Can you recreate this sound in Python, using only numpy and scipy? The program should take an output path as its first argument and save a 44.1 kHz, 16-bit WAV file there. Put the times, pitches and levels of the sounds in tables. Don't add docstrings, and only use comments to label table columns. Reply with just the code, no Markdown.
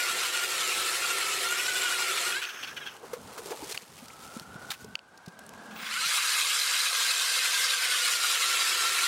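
import sys
import numpy as np
from scipy import signal
from scipy.fft import rfft, irfft, next_fast_len
from scipy.io import wavfile
from scipy.ndimage import uniform_filter1d, map_coordinates

SR = 44100
rng = np.random.default_rng(int(sys.argv[2]) if len(sys.argv) > 2 else 0)


def generate_wav(signal):
    frames = np.transpose(np.atleast_2d(signal))
    scaled = np.clip(frames, -1, 1) * 32767
    pcm = np.round(scaled).astype(np.int16)
    wavfile.write(sys.argv[1], SR, pcm)


N = 399987

TOP_HZ = 15830
# multiple, level/dB
GEAR_TONES = [(3, 0), (4, -9), (5, -9), (6, -4.5), (7, -12)]


def amp(db):
    return 10 ** (np.asarray(db) / 20)


def unit(x):
    return x / np.sqrt(np.mean(np.abs(x) ** 2) + 1e-20)


def along(points, hz):
    f, v = np.transpose(points)
    return np.interp(np.log(hz + 1), np.log(f + 1), v)


def curves(*tables):
    t = np.arange(N) / SR
    s, *cols = np.transpose(np.vstack(tables))
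    gate = sum((t >= rows[0][0]) & (t <= rows[-1][0]) for rows in tables)
    soft_gate = uniform_filter1d(gate * 1., size=2000)
    return [np.interp(t, s, c) for c in cols] + [soft_gate]


def wobble(rate):
    return map_coordinates(rng.standard_normal(int(N * rate / SR) + 4), [np.arange(N) * rate / SR])


def filtered(x, response):
    m = next_fast_len(N + 8192)
    return irfft(rfft(x, m) * response(np.fft.rfftfreq(m, 1 / SR)), m)[:N]


def peaks(modes, f):
    return sum(amp(db) / (1 + (2 * (f - c) / w) ** 2) for c, w, db in modes)


def grit(patchy_db, spiky_db, grain_hz):
    z = signal.stft(rng.standard_normal(N), nperseg=512)[2]
    field = uniform_filter1d(rng.standard_normal(z.shape), size=2, axis=0)
    field = uniform_filter1d(field, size=6, axis=1)
    streaky = signal.istft(z * amp(patchy_db * unit(field)), nperseg=512)[1][:N]
    return streaky * amp(spiky_db * wobble(grain_hz))


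def fuzzy(hz, width_hz, steady):
    smear = wobble(width_hz) + 1j * wobble(width_hz)
    return unit(np.real((steady + smear) * np.exp(2j * np.pi * np.cumsum(hz) / SR)))


def auger():
    turns_per_s = 5.9 * (1 + .08 * wobble(1.5))
    turn = 2 * np.pi * np.cumsum(turns_per_s) / SR
    pulse = np.sin(2 * turn)
    bite, shave_db, drilled_s = drilling()
    return shaving(bite, shave_db, pulse) + gear_whine(pulse) + bite ** 2 * hole_boom(drilled_s)


def drilling():
    # first bite/s, breakthrough/s, shaving level/dB at full bite
    runs = [(-3, 2.31, -12.5), (5.68, 9.5, -7)]
    full_bite_s, let_go_s = .43, .29
    t = np.arange(N) / SR
    hole = np.searchsorted([runs[1][0]], t)
    start, through, db = np.transpose(runs)[:, hole]
    bite = np.clip(np.minimum((t - start) / full_bite_s, 1 - (t - through) / let_go_s), 0, 1)
    return bite, db, t - start


def shaving(bite, shave_db, pulse):
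    # t/s, share 0-1
    deep_share = [(3, 0.96), (5.7, 0.42), (7.7, 0.03), (9.07, 0.48)]
    # f/Hz, level/dB
    deep_colour = [(470, -27), (800, -15), (1400, -5), (1630, -8.5), (2300, -5), (6040, -12), (7470, -11.5),
                   (11100, -15.5), (15800, -28.5)]
    # f/Hz, level/dB
    shallow_colour = [(470, -51), (930, -15.5), (1070, -7.5), (1590, -3.5), (1890, -8.5), (3860, -3),
                      (8900, -11.5), (13300, -18), (15800, -33)]
    # f/Hz, width/Hz, level/dB
    steel_rings = [
        [(4180, 220, -6), (7410, 87, 1.5), (8100, 170, -2.5), (11800, 100, -14)],
        [(2126, 81, 2.5), (2527, 49, 4.5), (3936, 140, -3.5), (4800, 60, -3), (7240, 110, -1),
         (9060, 830, -3.5)],
    ]
    steepness = 2.45
    treble_hz, treble_power = 3300, 1.2

    depth = np.clip(curves(deep_share)[0], 0, 1)
    chips = grit(patchy_db=3.0, spiky_db=1.3, grain_hz=899.4)
    deep = unit(filtered(chips, lambda f: amp(along(deep_colour, f)) * (1 + peaks(steel_rings[0], f))))
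    shallow = unit(filtered(chips, lambda f: amp(along(shallow_colour, f)) * (1 + peaks(steel_rings[1], f))))
    level_db = shave_db + 0.6 * pulse + 0.9 * wobble(25)
    shave = amp(level_db) * (depth * deep + (1 - depth) * shallow)
    treble = filtered(shave, lambda f: 1 / (1 + (treble_hz / (f + 1)) ** 4))
    return bite ** steepness * (shave - treble + bite ** treble_power * treble)


def gear_whine(pulse):
    # t/s, f/Hz, level/dB
    whine_path = [
        [(0, 1430, -22), (.22, 1345, -24), (.37, 1420, -21), (.62, 1316, -24), (.9, 1320, -23),
         (.99, 1390, -31), (1.04, 1410, -19), (1.25, 1315, -20), (1.42, 1290, -30), (1.47, 1390, -18),
         (1.77, 1490, -18), (2.07, 1390, -18), (2.15, 1300, -27), (2.34, 1440, -19), (2.405, 1760, -21)],
        [(6.1, 1640, -27), (7.8, 1560, -18), (8.05, 1410, -19), (8.62, 1335, -17), (9.07, 1370, -18)],
    ]
    whine_hz, whine_db, loaded = curves(*whine_path)
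    pitch = whine_hz * (1 + 0.016 * pulse + .007 * wobble(14))
    throb = amp(whine_db + 2.4 * pulse)
    tones = sum(amp(db) * fuzzy(k / 3 * pitch, width_hz=110, steady=1.5) for k, db in GEAR_TONES)
    return loaded * throb * tones


def hole_boom(drilled_s):
    # f/Hz, width/Hz, level/dB
    air_modes = [
        [(378, 75, 0.1)],
        [(505, 110, -3), (716, 70, -5)],
    ]
    boom_db, grows_s = -31, 1.01
    lowest_starts_s, lowest_full_s = 1.4, 4.2
    lowest, upper = (filtered(rng.standard_normal(N), lambda f: peaks(modes, f)) for modes in air_modes)
    lowest_share = np.interp(drilled_s, [lowest_starts_s, lowest_full_s], [0, 1])
    boom = (lowest_share * lowest + upper) / np.std(lowest)
    return boom * amp(boom_db) * (1 - np.exp(-drilled_s / grows_s))


def motor():
    # t/s, level/dB
    coasting = [(2.44, -24), (2.74, -36), (2.91, -38), (3.02, -62)]
    # f/Hz, width/Hz, level/dB before squaring
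    housing = [(1460, 700, -1.5), (2760, 1900, -4.5), (5400, 990, -9), (6270, 690, -6.5), (11800, 300, -9)]
    # t/s, length/s, starting f/Hz, final f/Hz, level/dB
    glides = [(2.413, .04, 1540, 1420, -18), (2.762, .035, 1620, 1370, -29), (2.803, .05, 1750, 1480, -29),
              (2.853, .05, 1740, 1450, -30), (5.72, .22, 15300, 15300, -45), (5.905, .05, 1230, 1620, -23),
              (5.945, .06, 1300, 1580, -18), (6.005, .09, 1200, 1540, -19), (6.155, .058, 1200, 1143, -17)]
    coast_db, free = curves(coasting)
    noise = grit(patchy_db=2.5, spiky_db=1.5, grain_hz=309)
    hiss = filtered(noise, lambda f: peaks(housing, f) ** 2 + amp(-27) * (f > 1000))
    out = free * amp(coast_db + 1.7 * wobble(40)) * unit(hiss)
    for s, length, from_hz, to_hz, db in glides:
        hz = np.linspace(from_hz, to_hz, round(length * SR))
        n = len(hz)
        phase = 2 * np.pi * np.cumsum(hz * (1 + .02 * wobble(300)[:n])) / SR
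        tone = np.zeros(n)
        for k, level in GEAR_TONES:
            if k / 3 * to_hz < TOP_HZ:
                rough = amp(level + 3 * wobble(50)[:n])
                tone += rough * np.sin(k / 3 * phase + rng.uniform(0, 2 * np.pi))
        out[round(s * SR):][:n] += amp(db) * tone * np.hanning(n) ** .5
    return out


def grainy_bursts(events):
    out, t = np.zeros(N + SR), np.arange(SR // 4) / SR
    for s, db, response, length in events:
        burst = unit(irfft(rfft(rng.standard_normal(len(t))) * response, len(t)))
        u = t / (0.28 * length)
        out[round(s * SR):][:len(t)] += amp(db) * u * np.exp(1 - u) * burst
    return out[:N] * amp(1.5 * wobble(400))


def snags():
    # t/s, crest level/dB, length/s
    catches = [(2.316, -18, .03), (2.414, -16, .045), (2.485, -22, .03), (2.624, -24, .035),
               (2.67, -26, .03), (2.764, -27, .025), (2.855, -31, .05), (5.706, -46, .03),
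               (5.755, -42, .04), (5.863, -26, .022)]
    # f/Hz, width/Hz, level/dB
    rattle = [(1500, 300, 1), (2600, 500, -1), (3300, 500, -2), (4350, 200, -8), (5800, 1200, -13)]
    f = np.fft.rfftfreq(SR // 4, 1 / SR)
    steel = peaks(rattle, f) + amp(-26) * (f > 900)
    return grainy_bursts([(s, db, steel, length) for s, db, length in catches])


def cracks():
    # t/s, crest level/dB, centre f/Hz, length/s
    crack_events = [(3.131, -30, 1520, .025), (3.377, -33, 1100, .024), (3.517, -32, 2200, .015),
                    (3.693, -33, 3440, .017), (3.72, -24, 3760, .012), (3.744, -24, 2000, .013),
                    (3.5, -36, 1100, .04), (3.984, -36, 2400, .012), (4.082, -35, 5000, .006),
                    (4.397, -30, 4500, .0025), (4.703, -24, 3600, .022), (4.71, -24, 1300, .025),
                    (4.732, -30, 2500, .025), (4.844, -31, 6000, .005), (5.175, -38, 5400, .006),
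                    (5.26, -38, 4560, .0088), (5.28, -40, 4500, .01), (5.39, -38, 8000, .0054),
                    (5.464, -41, 8500, .005), (5.492, -32, 7000, .002), (5.536, -40, 2500, .0037)]
    f = np.fft.rfftfreq(SR // 4, 1 / SR)
    wide = amp(-5) * (f > 700) / (1 + (f / 11000) ** 2)
    crust = lambda hz: wide + 1 / (1 + (f / hz - hz / (f + 1)) ** 2 / 0.57 ** 2)
    return grainy_bursts([(s, db, crust(hz), length) for s, db, hz, length in crack_events])


def slush():
    # t/s, level/dB
    crunch_path = [(2.5, -40), (2.95, -50), (3.36, -42), (3.63, -35), (3.78, -34), (3.9, -43), (4.3, -45),
                   (4.62, -54), (4.82, -45), (5, -58.5), (5.75, -56)]
    # f/Hz, level/dB
    crunch_colour = [(180, -39), (400, -3), (800, -15), (3000, -10.5), (9000, -12.5), (15800, -23)]
    # t/s, level/dB
    pour_path = [(2.5, -42), (3, -45), (3.4, -41), (3.62, -33), (3.7, -48)]
    # f/Hz, width/Hz, level/dB
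    gurgle_modes = [(430, 160, 3), (950, 700, -1)]
    crunch_db, moving = curves(crunch_path)
    pour_db, lifting = curves(pour_path)
    grains = grit(patchy_db=.8, spiky_db=3.2, grain_hz=700) * amp(2 * wobble(35))
    crunch = unit(filtered(grains, lambda f: amp(along(crunch_colour, f))))
    lumps = grit(patchy_db=3, spiky_db=5, grain_hz=50)
    pour = unit(filtered(lumps, lambda f: peaks(gurgle_modes, f)))
    return moving * amp(crunch_db) * crunch + lifting * amp(pour_db) * pour


def clicks():
    # t/s, level/dB
    snaps = [(2.4523, -4), (2.646, -11), (3.776, -5.5), (4.9543, -3.5), (4.9914, -18)]
    # f/Hz, level/dB, time to fall 60 dB/s
    plastic_modes = [(1400, -24, 0.03), (2800, 1.5, 0.0065), (4500, -7, 0.011), (7000, -16, 0.0046)]
    out, t = np.zeros(N + SR), np.arange(SR // 20) / SR
    for s, db in snaps:
        ring = np.zeros(len(t))
        for hz, level, t60 in plastic_modes:
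            ring += amp(level + rng.normal(0, 0.5) - 60 * t / t60) * np.sin(2 * np.pi * hz * t)
        ring += amp(-23 - 60 * t / .005) * np.diff(rng.standard_normal(len(t) + 1))
        out[round(s * SR):][:len(t)] += amp(db) * (1 - np.exp(-t / 0.0002)) * ring
    return out[:N]


def thuds():
    # t/s, level/dB before swell and decay, starting f/Hz
    contacts = [(3.131, -11, 477), (3.164, -19, 460), (3.388, -22, 450), (3.455, -22, 390),
                (3.505, -17, 382), (3.588, -25, 532), (3.625, -22, 300), (3.825, -29, 194),
                (3.893, -28, 150), (4.022, -21, 237), (4.364, -22, 223), (4.411, -27, 150),
                (4.553, -24, 150), (4.843, -21, 418), (4.923, -29, 183), (5.274, -20, 167),
                (6.058, -22, 150)]
    t60_s = .058
    out, t = np.zeros(N + SR), np.arange(SR // 4) / SR
    swell = 1 - np.exp(-(t / 0.004) ** 2)
    for s, db, hz in contacts:
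        ring = np.sin(2 * np.pi * hz * t * (1 + 1.14 * t)) + 0.25 * np.sin(2 * np.pi * 2.3 * hz * t)
        out[round(s * SR):][:len(t)] += amp(db - 60 * t / t60_s) * swell * ring
    return out[:N] * amp(2.5 * wobble(150))


def drips():
    # t/s, starting f/Hz, level/dB before swell and decay
    drops = [(3.808, 1500, -27), (3.832, 2100, -30), (4.101, 1800, -26)]
    rise_per_s, t60_s = 90, .025
    out, t = np.zeros(N + SR), np.arange(SR // 30) / SR
    for s, hz, db in drops:
        bubble = np.sin(2 * np.pi * hz * t * (1 + rise_per_s * t / 2))
        out[round(s * SR):][:len(t)] += amp(db - 60 * t / t60_s) * (1 - np.exp(-t / .002)) * bubble
    return out[:N]


def far_motor():
    from_s, to_s = 3.88, 5.85
    start_hz, final_hz, climb_s = 1200, 1800, 1.4
    start_db, fade_db_per_s = -42, 5.5
    since, heard = curves([(s, s - from_s) for s in (from_s, to_s)])
    hz = final_hz + (start_hz - final_hz) * np.exp(-since / climb_s)
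    level = np.minimum(since / .4, 1) * amp(start_db - fade_db_per_s * since)
    return heard * level * fuzzy(hz, width_hz=160, steady=.2)


def low_hum():
    # t/s, level/dB
    hum_path = [(5.3, -54), (5.6, -48), (5.93, -47), (6.05, -54)]
    hum_db, humming = curves(hum_path)
    return humming * amp(hum_db) * fuzzy(np.full(N, 218), width_hz=100, steady=1.1)


def outdoors():
    # f/Hz, level/dB
    rush_colour = [(25, -54), (179, -12.5), (769, -3.5), (1220, -7), (1470, -6), (1730, -15), (9460, -28.5),
                   (15800, -62)]
    wind_colour = [(25, -34), (60, -9.5), (140, -7), (260, -8.5), (500, -47)]  # f/Hz, level/dB
    rush_db, wind_db = -45, -55
    carried_s, rumble_db = (2.6, 4.95), 6.5
    air = grit(patchy_db=1.5, spiky_db=1.2, grain_hz=30)
    rush = unit(filtered(air, lambda f: amp(along(rush_colour, f))))
    bass = filtered(rng.standard_normal(N), lambda f: amp(along(wind_colour, f)))
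    wind = unit(bass * amp(4.3 * wobble(13)))
    carried = curves([(s, 0) for s in carried_s])[-1]
    return amp(rush_db) * rush + amp(wind_db + rumble_db * carried) * wind


def scene():
    ice_work = auger() + motor() + snags() + cracks() + slush()
    contacts = clicks() + thuds() + drips()
    background = far_motor() + low_hum() + outdoors()
    return np.tile(ice_work + contacts + background, (2, 1))


def record(dry):
    knee_db, squeeze = -36, .501
    recover_db_per_s, react_s = 33, .005
    fall_db = recover_db_per_s * np.arange(N) / SR
    peak_db = 20 * np.log10(np.abs(dry[0]) + 1e-6)
    held_db = np.maximum.accumulate(peak_db + fall_db) - fall_db
    span = round(react_s * SR)
    duck_db = uniform_filter1d(squeeze * np.maximum(held_db - knee_db, 0), size=span, origin=(span - 1) // 2)
    level = dry * amp(-duck_db)
    soft = level / (1 + np.abs(level / .22) ** 4) ** (1 / 4)
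    band = lambda hz: (hz < TOP_HZ) * hz ** 2 / (hz ** 2 + 45 ** 2)
    return np.array([filtered(x, band) for x in soft])


dry = scene()
out = record(dry)
generate_wav(out)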